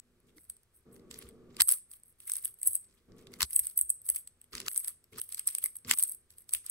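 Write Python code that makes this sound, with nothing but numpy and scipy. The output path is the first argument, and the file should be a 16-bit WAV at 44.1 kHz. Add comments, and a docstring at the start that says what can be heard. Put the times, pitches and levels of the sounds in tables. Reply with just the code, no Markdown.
"""Plastic puzzle cube twisted by hand close to a microphone: clicks ring brightly and excite hollow-body modes.
Gritty sliding, made of dense shaped grains, swells with each turn; soft low knocks are decaying sines.
Room: sparse-tap tail, shaped-noise hum with fuzzy low tones. Faint steady filtered hiss on top.
Sound below about 8 kHz is muffled by a filter, except for a few stretches where it opens up."""
import sys
import numpy as np
from scipy import signal
from scipy.fft import rfft, irfft
from scipy.io import wavfile
from scipy.ndimage import uniform_filter1d

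SR = 44100
rng = np.random.default_rng(int(sys.argv[2]) if len(sys.argv) > 2 else 0)


def elevation(decibels):
    """Turn decibel levels (scalar or array-like) into linear amplitude ratios."""
    levels = np.asarray(decibels, float)
    return 10 ** (levels / 20)


def transcribe(signal):
    """Save signal, clipped to [-1, 1], as a 16-bit WAV file at the path in sys.argv[1]."""
    frames = np.atleast_2d(signal).T
    limited = np.clip(frames, -1, 1)
    pcm = np.round(limited * 32767).astype(np.int16)
    wavfile.write(sys.argv[1], SR, pcm)


N = 295470
HZ = np.fft.rfftfreq(N, 1 / SR)
T_S = np.arange(N) / SR

# pieces snapping past each other, the ones that stand out: t/s, relative peak/dB, hollow body re ring/dB
CLICKS = [(0.2027, -59, 1), (0.372, -55.5, 8), (0.3829, -52.5, 15.5), (0.4023, -57, -14), (0.5, -27.5, 5),
          (0.5675, -50.5, 11), (0.6334, -57, 13), (1.1129, -37.5, 4.5), (1.1428, -45, 9),
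          (1.1894, -32, -21), (1.2898, -38, -17), (1.5675, -38, 1.5), (1.6036, -18, 3.5),
          (1.6086, -7.5, -4.5), (1.6194, -5, -5.5), (1.676, -19, -16.5), (1.6907, -9, 3),
          (1.7028, -21.5, 7), (1.7145, -12.5, 2.5), (1.7231, -7.5, -12.5), (1.741, -26.5, 4.5),
          (1.915, -36, 6), (1.9365, -36.5, 7.5), (2.0354, -42.5, 2), (2.2035, -42, 13), (2.2981, -22, 10),
          (2.3192, -16, 4), (2.337, -19, -4), (2.3561, -26.5, 8), (2.3681, -22, -5.5), (2.449, -20, -7),
          (2.455, -17.5, 3), (2.542, -43.5, -7), (2.6169, -30.5, -4), (2.6318, -18.5, -2.5),
          (2.664, -21, -10), (2.669, -18, -19), (2.674, -9.5, -7.5), (2.6815, -19, -3), (2.7329, -22, -12),
          (2.7504, -21, -7), (2.7549, -13.5, -10), (2.7642, -30, -15), (3.121, -70, 16),
          (3.2701, -52.5, 9.5), (3.3394, -42.5, 5.5), (3.4078, -23, 5.5), (3.4195, -18, 1.5),
          (3.4301, -13.5, 1), (3.5086, -27, -3), (3.5324, -23.5, 4.5), (3.5626, -8, -9.5),
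          (3.5931, -9.5, -4), (3.5969, -13, -3), (3.6699, -19.5, -1), (3.7764, -13.5, -11.5),
          (3.7795, -12.5, -20), (3.7907, -13, -5), (3.8128, -10, -16), (3.8954, -22, -4),
          (3.9028, -9, -6.5), (4.0185, -38, -5), (4.0904, -14.5, 1), (4.1013, -9.5, -5), (4.1483, -32, 10),
          (4.1613, -20, 1), (4.166, -23.5, 8.5), (4.2755, -34.5, 8.5), (4.416, -42, 9),
          (4.4431, -46.5, 8.5), (4.5531, -29.5, 1.5), (4.581, -42, 9.5), (4.6026, -31, 1.5),
          (4.616, -45.5, 9), (4.6639, -40, 9), (4.6828, -22, 7), (4.733, -29, 2), (4.762, -22, 8),
          (4.7771, -13.5, -1.5), (4.7948, -24, -24), (4.8465, -22.5, 6), (4.8773, -24.5, 4),
          (4.8816, -18, 1.5), (5.0423, -51.5, 17.5), (5.1846, -26.5, -16), (5.2168, -22, 5),
          (5.2916, -30.5, 0), (5.3248, -25, 7.5), (5.3464, -24, 11), (5.395, -20.5, 7), (5.4739, -12.5, -4),
          (5.4779, -14, 4), (5.5511, -16, 6.5), (5.5847, -19, 5.5), (5.6409, -12, -5.5), (5.6595, -20, 6.5),
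          (5.7571, -32, 2.5), (5.7675, -28, -11.5), (5.8486, -55.5, 22.5), (5.8867, -31.5, -9),
          (5.912, -9.5, 0), (5.9228, -21, -10), (5.9878, -14.5, -0.5), (5.997, -17.5, 3.5),
          (6.0266, -10, -1.5), (6.0377, -11, -3), (6.0962, -24, -9.5), (6.3057, -46, 17),
          (6.3844, -39, 5.5), (6.493, -34, 15), (6.5369, -10, 5.5), (6.5495, -19.5, 15),
          (6.6643, -28.5, 7.5), (6.6987, -20, -6)]
# face turns and finger shifts: start/s, length/s, relative level/dB, hollow body re bright part/dB
TURNS = [(0.277, .015, -75, 14.5), (0.369, .08, -65, 0), (0.49, .03, -68.5, -3), (0.743, 0.036, -68, -5),
         (0.927, 0.032, -63.5, -17), (1.105, 0.1, -63.5, 1.5), (1.217, 0.066, -71, 7),
         (1.5, 0.073, -91, 15.5), (1.553, .04, -80.5, 12.5), (1.598, 0.0093, -43.5, 5),
         (1.685, 0.048, -32, 1.5), (1.907, 0.053, -56, 5), (2.06, .04, -62.5, -4), (2.2, 0.1, -60.5, 8),
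         (2.271, 0.11, -48, 9), (2.427, 0.056, -48.5, 5.5), (2.592, .04, -55.5, 3), (2.661, 0.038, -37, -5),
         (2.742, 0.016, -41.5, -4), (2.808, .2, -81.5, 22), (3.175, 0.044, -72.5, 5),
         (3.322, 0.029, -64, 2), (3.407, 0.016, -44.5, 2.5), (3.503, 0.053, -48, 6.5),
         (3.547, 0.03, -38, -4.5), (3.637, 0.057, -45, 5.5), (3.774, 0.044, -40.5, -7),
         (3.895, 0.023, -47, -11), (4.056, 0.058, -46, 1), (4.143, .04, -43.5, 2), (4.409, 0.036, -78, 4.5),
         (4.53, 0.075, -54.5, 4.5), (4.662, 0.014, -51, 3), (4.695, .11, -44, -2), (4.84, 0.06, -47.5, 9),
         (5.119, 0.036, -68, 6), (5.186, 0.052, -45, 0.5), (5.296, 0.043, -51.5, 10.5),
         (5.377, 0.018, -50.5, 19.5), (5.472, 0.015, -38.5, 11.5), (5.534, 0.035, -50, 9),
         (5.625, 0.036, -41.5, 8), (5.751, 0.018, -57, 4.5), (5.886, 0.056, -41.5, 0.5),
         (5.977, 0.074, -41, 6), (6.078, 0.053, -44.5, -2.5), (6.309, .02, -68.5, 17),
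         (6.378, 0.041, -62.5, 6.5), (6.487, 0.031, -61.5, 9), (6.535, 0.011, -38, 8),
         (6.65, 0.07, -59.5, 19)]
# soft knocks through hands and table: t/s, relative level/dB, f/Hz
THUMPS = [(.36, -50.5, 307), (.483, -59, 65.3), (1.24, -52.5, 66), (1.605, -50.5, 67), (2.683, -53.5, 95.8),
          (3.1, -60, 34), (3.425, -43.5, 66), (3.606, -52.5, 66), (3.823, -54, 62.4), (4.121, -57, 66),
          (4.535, -55, 49.6), (5.859, -54, 94.7), (6.54, -54, 62)]
# modes of the hollow pieces: f/Hz, width/Hz, relative level/dB (clicks only)
BODY_MODES = [(1240, 120, -23.5), (2113, 210, 6), (3180, 1000, 4), (4570, 1200, -2.5), (5075, 2600, 13),
              (7300, 420, 1.5)]
# colour of grit and click ring: f/Hz, relative level/dB
GRIT_COLOUR = [(600, -45.5), (1000, 5), (2300, 3), (6000, 0), (8300, -2), (9700, -1), (12500, -6.5),
               (14500, -8.5), (15600, -9)]
# decay of the room tail: f/Hz, t60/s
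ROOM_T60 = [(1000, 0.18), (9000, 0.29), (15000, 0.084)]
# spectrum of the broad room tone: f/Hz, relative density/dB
HUM_COLOUR = [(20, -3), (60, -3.5), (200, 3.5), (400, -6.5), (500, -13), (620, -18), (800, -31.5),
              (1300, -20), (2000, -43), (8000, -49.5), (16000, -60)]
# fuzzy tones in the hum: f/Hz, width/Hz, relative level/dB
HUM_TONES = [(66, 180, -82.5), (244.2, 2.8, -66), (358.3, 19, -67), (392.8, 7.7, -68), (438.7, 7, -66.5),
             (473, 7.8, -70), (1130, 40, -78.5)]
# spectrum of the hiss: f/Hz, relative density/dB
HISS_COLOUR = [(500, -0.5), (900, -6), (1300, -2.5), (2500, -6), (7500, -11.5), (8600, -6.5),
               (16000, -18.5)]
# phase between the microphone ports: f/Hz, lead of right/rad
PORT_LEAD = [(0, 0), (1900, 0.51), (2900, -2.5), (5500, -1), (7900, 0.37), (15200, 12), (22050, 10)]
# likeness of the ports: f/Hz, share/1
PORT_LIKENESS = [(500, 0.89), (1500, 0.67), (7000, 0.21), (8200, 0.98)]
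# muffling filter: f/Hz, gain/dB
MUFFLE = [(30, -12), (80, -7.5), (200, -28), (1000, -31), (7800, -23.5), (8060, 2.5), (20000, -0.5)]
# stretches in which the muffling lifts: start/s, end/s, unmuffled share/dB
OPENINGS = [(.05, 0.253, -24), (0.24, 0.389, -15), (0.858, 1.621, -2), (2.866, 3.08, -26),
            (3.084, 3.452, -2), (4.524, 4.683, -1), (5.125, 5.198, -2), (5.851, 5.941, 1)]
# top of the band: f/Hz, gain/dB
BAND_EDGE = [(15700, 0), (16000, -19.5), (17200, -83)]

SPLIT_HZ = 8000  # hollow body below, bright part above
RISE_DB_PER_S, FALL_DB_PER_S = 1301, 479.5
GRIP_DB, GRIP_BODY_DB = -93.5, 4.5  # fingers rest on the faces between turns
SMALL_PER_S = 45
SMALL_DB, SMALL_SPREAD_DB = 7, 12.5  # small snaps: least level over the sliding, range above it
SMALL_BODY_DB, SMALL_BODY_SPREAD_DB = -5, 12  # mean, deviation either way
OPEN_FADE_S, LEAK_DB = 0.0098, -32.5


def evened(x):
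    """Scales to rms 1 over all channels."""
    return x / np.sqrt(np.mean(x ** 2) + 1e-20)


def read(points, hz):
    """Interpolates a curve on a log-frequency axis."""
    f, value = np.transpose(points)
    return np.interp(np.log(hz + 1), np.log(f + 1), value)


def peak(hz, centre_hz, width_hz):
    """Complex response of one resonance, 1 at its centre."""
    return 1 / (1 + 2j * (hz - centre_hz) / width_hz)


def add(mix, s, sound):
    """Mixes a sound in at s seconds."""
    part = mix[..., max(round(s * SR), 0):][..., :sound.shape[-1]]
    part += sound[..., :part.shape[-1]]


def clicks(rows):
    """Each snap is a tiny rattle that excites a bright ring and, unevenly, the modes of the hollow body."""
    size = 1024
    out = np.zeros((2, N))
    t, hz = np.arange(size) / SR, np.fft.rfftfreq(size, 1 / SR)
    body_band = np.minimum(hz / 1000, 1) ** 5 * (hz < SPLIT_HZ)
    bright_band = elevation(read(GRIT_COLOUR, hz)) * (hz >= SPLIT_HZ)
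    # the edges drag before the snap and chatter after it
    skirt = np.exp(-abs(t - .0085) / np.where(t < .0085, .002, .0025))
    noises = rng.standard_normal((len(rows), 2, size))
    chances = rng.random((len(rows), 2 + len(BODY_MODES)))
    for (s, db, body_db), noise, (colour, length, *share) in zip(rows, noises, chances):
        u = np.maximum(t - .008, 0) / (.0002 + .0004 * length ** 2)
        rattle = rfft(noise * (u ** 2 * np.exp(-u) + 0.22 * skirt))
        ring = irfft(rattle * (peak(hz, 8300 + 4000 * colour ** 2, 2100) + 0.59) * bright_band)
        body = sum(elevation(mode_db + 39 * (k - .5)) * peak(hz, f, width)
                   for (f, width, mode_db), k in zip(BODY_MODES, share))
        knock = irfft(rattle * body * body_band)
        # envelope peak 1 in each channel
        ring, knock = [v / abs(signal.hilbert(v)).max(1, keepdims=True) for v in (ring, knock)]
        snap = ring + elevation(body_db) * knock
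        crest_s = abs(snap[0]).argmax() / SR  # loudest instant of the left channel falls on s
        add(out, s - crest_s, elevation(db + 3.0) * snap)
    return out


def small_clicks():
    """Rows like CLICKS at random moments, as loud as the sliding at that moment allows."""
    when, size, hollow = rng.random((round(SMALL_PER_S * N / SR), 3)).T
    slide_db = 20 * np.log10(effort()[0][(when * N).astype(int)])
    level_db = slide_db + SMALL_DB + SMALL_SPREAD_DB * size ** 2
    body_db = SMALL_BODY_DB + SMALL_BODY_SPREAD_DB * 2 * (hollow - .5)
    return list(zip(when * N / SR, level_db, body_db))


def effort():
    """Gains of bright part and body: every turn starts fast, holds and dies away over the resting grip."""
    s, length, db, body_db = np.transpose(TURNS)[:, :, None]
    t = T_S[::64]
    early_s, late_s = np.maximum(s - t, 0), np.maximum(t - s - length, 0)
    turn = elevation(db - RISE_DB_PER_S * early_s - FALL_DB_PER_S * late_s)
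    bright = turn.sum(0) + elevation(GRIP_DB)
    body = (turn * elevation(body_db)).sum(0) + elevation(GRIP_DB + GRIP_BODY_DB)
    return [np.interp(T_S, t, gain) for gain in (bright, body)]


def slide():
    """Dense tiny grains of uneven size, in clumps as ridges catch; each grain favours one mode of the body."""
    catch = evened(uniform_filter1d(rng.standard_normal(N), 400))
    size = elevation(4.5 * np.minimum(rng.exponential(1, N), 3) + 3.1 * np.clip(catch, -3, 1.5))
    struck = rng.random(N) < 2500 / SR  # 2500 grains per s on average
    grains = evened(struck * size * rng.standard_normal((2, N)))
    grains += 0.52 * rng.standard_normal((2, N)) * elevation(1.7 * catch)
    colour = elevation(read(GRIT_COLOUR, HZ))
    favoured = rng.integers(0, len(BODY_MODES), N // 256 + 1).repeat(256)[:N]  # one mode per 256 samples
    body = sum(rfft(grains * (favoured == k)) * (0.27 + peak(HZ, f, width))
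               for k, (f, width, _) in enumerate(BODY_MODES))
    bright = evened(irfft(rfft(grains) * colour * (HZ >= SPLIT_HZ), N))
    body = evened(irfft(body * colour * (HZ < SPLIT_HZ), N))
    bright_gain, body_gain = effort()
    return bright_gain * bright + body_gain * body


def thumps():
    """A low push: a sine whose envelope swells for 13 ms and then dies away."""
    out, t = np.zeros(N), np.arange(6000) / SR
    envelope = t / 0.032 * np.exp(1 - t / 0.013)
    for s, db, hz in THUMPS:
        add(out, s, elevation(db + 11) * np.sin(2 * np.pi * hz * t) * envelope)
    return out


def room(x):
    """Sparse taps of random sign, each band dying at its own speed."""
    taps = np.zeros((2, SR // 2))
    at = np.arange(130, SR // 2 - 20, 20) + rng.integers(0, 20, (2, (SR // 2 - 131) // 20))
    np.put_along_axis(taps, at, rng.choice([-1., 1.], at.shape), 1)
    hz, t, z = signal.stft(taps, SR, nperseg=256)
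    decay = elevation(-60 * t / read(ROOM_T60, hz)[:, None])
    tail = signal.istft(z * decay, SR, nperseg=256)[1]
    return signal.fftconvolve(x, tail / np.linalg.norm(tail[0]), axes=1)[:, :N]


def hum():
    """Broad room tone with a few fuzzy low tones, all filtered from one noise."""
    z = rfft(rng.standard_normal((2, N)))
    broad = elevation(-60) * evened(irfft(z * elevation(read(HUM_COLOUR, HZ)), N))
    tones = sum(elevation(db) * evened(irfft(z * peak(HZ, f, width), N)) for f, width, db in HUM_TONES)
    return broad + tones


def ports(pair):
    """Two channels of one source become what left and right ports hear: partly alike, shifted in phase."""
    a, b = rfft(pair)
    same = np.clip(read(PORT_LIKENESS, HZ), 0, 1)
    lead = np.exp(1j * np.interp(HZ, *np.transpose(PORT_LEAD)))
    return irfft([a, lead * (same * a + np.sqrt(1 - same ** 2) * b)], N)


def hiss():
    """Steady coloured noise at the two ports."""
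    z = rfft(ports(rng.standard_normal((2, N))))
    return elevation(-78.5) * evened(irfft(z * elevation(read(HISS_COLOUR, HZ)), N))


def open_share():
    """Share of unmuffled sound over time: a small leak plus linear fades in and out of each opening."""
    lifted = sum(elevation(db) * np.clip(np.minimum(T_S - start, end - T_S) / OPEN_FADE_S + .5, 0, 1)
                 for start, end, db in OPENINGS)
    return np.clip(lifted + elevation(LEAK_DB), 0, 1)


def scene():
    """Cube, its room tail and the hum at the two ports, with the knocks in the middle."""
    cube = clicks(CLICKS + small_clicks()) + slide()
    return ports(cube + elevation(-15.5) * room(cube) + hum()) + thumps()


def band_limit(x):
    """A steep low-pass at the top of the band."""
    return signal.sosfilt(signal.butter(12, 16990, fs=SR, output="sos"), x)


def record(dry):
    """Fades between the muffled and the full sound, adds the hiss and limits the band."""
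    muffled = irfft(rfft(dry) * elevation(read(MUFFLE, HZ)), N)
    heard = muffled + open_share() * (dry - muffled) + hiss()
    mix = irfft(rfft(heard) * elevation(read(BAND_EDGE, HZ)), N)
    return band_limit(mix)


dry = scene()
out = record(dry)
transcribe(out)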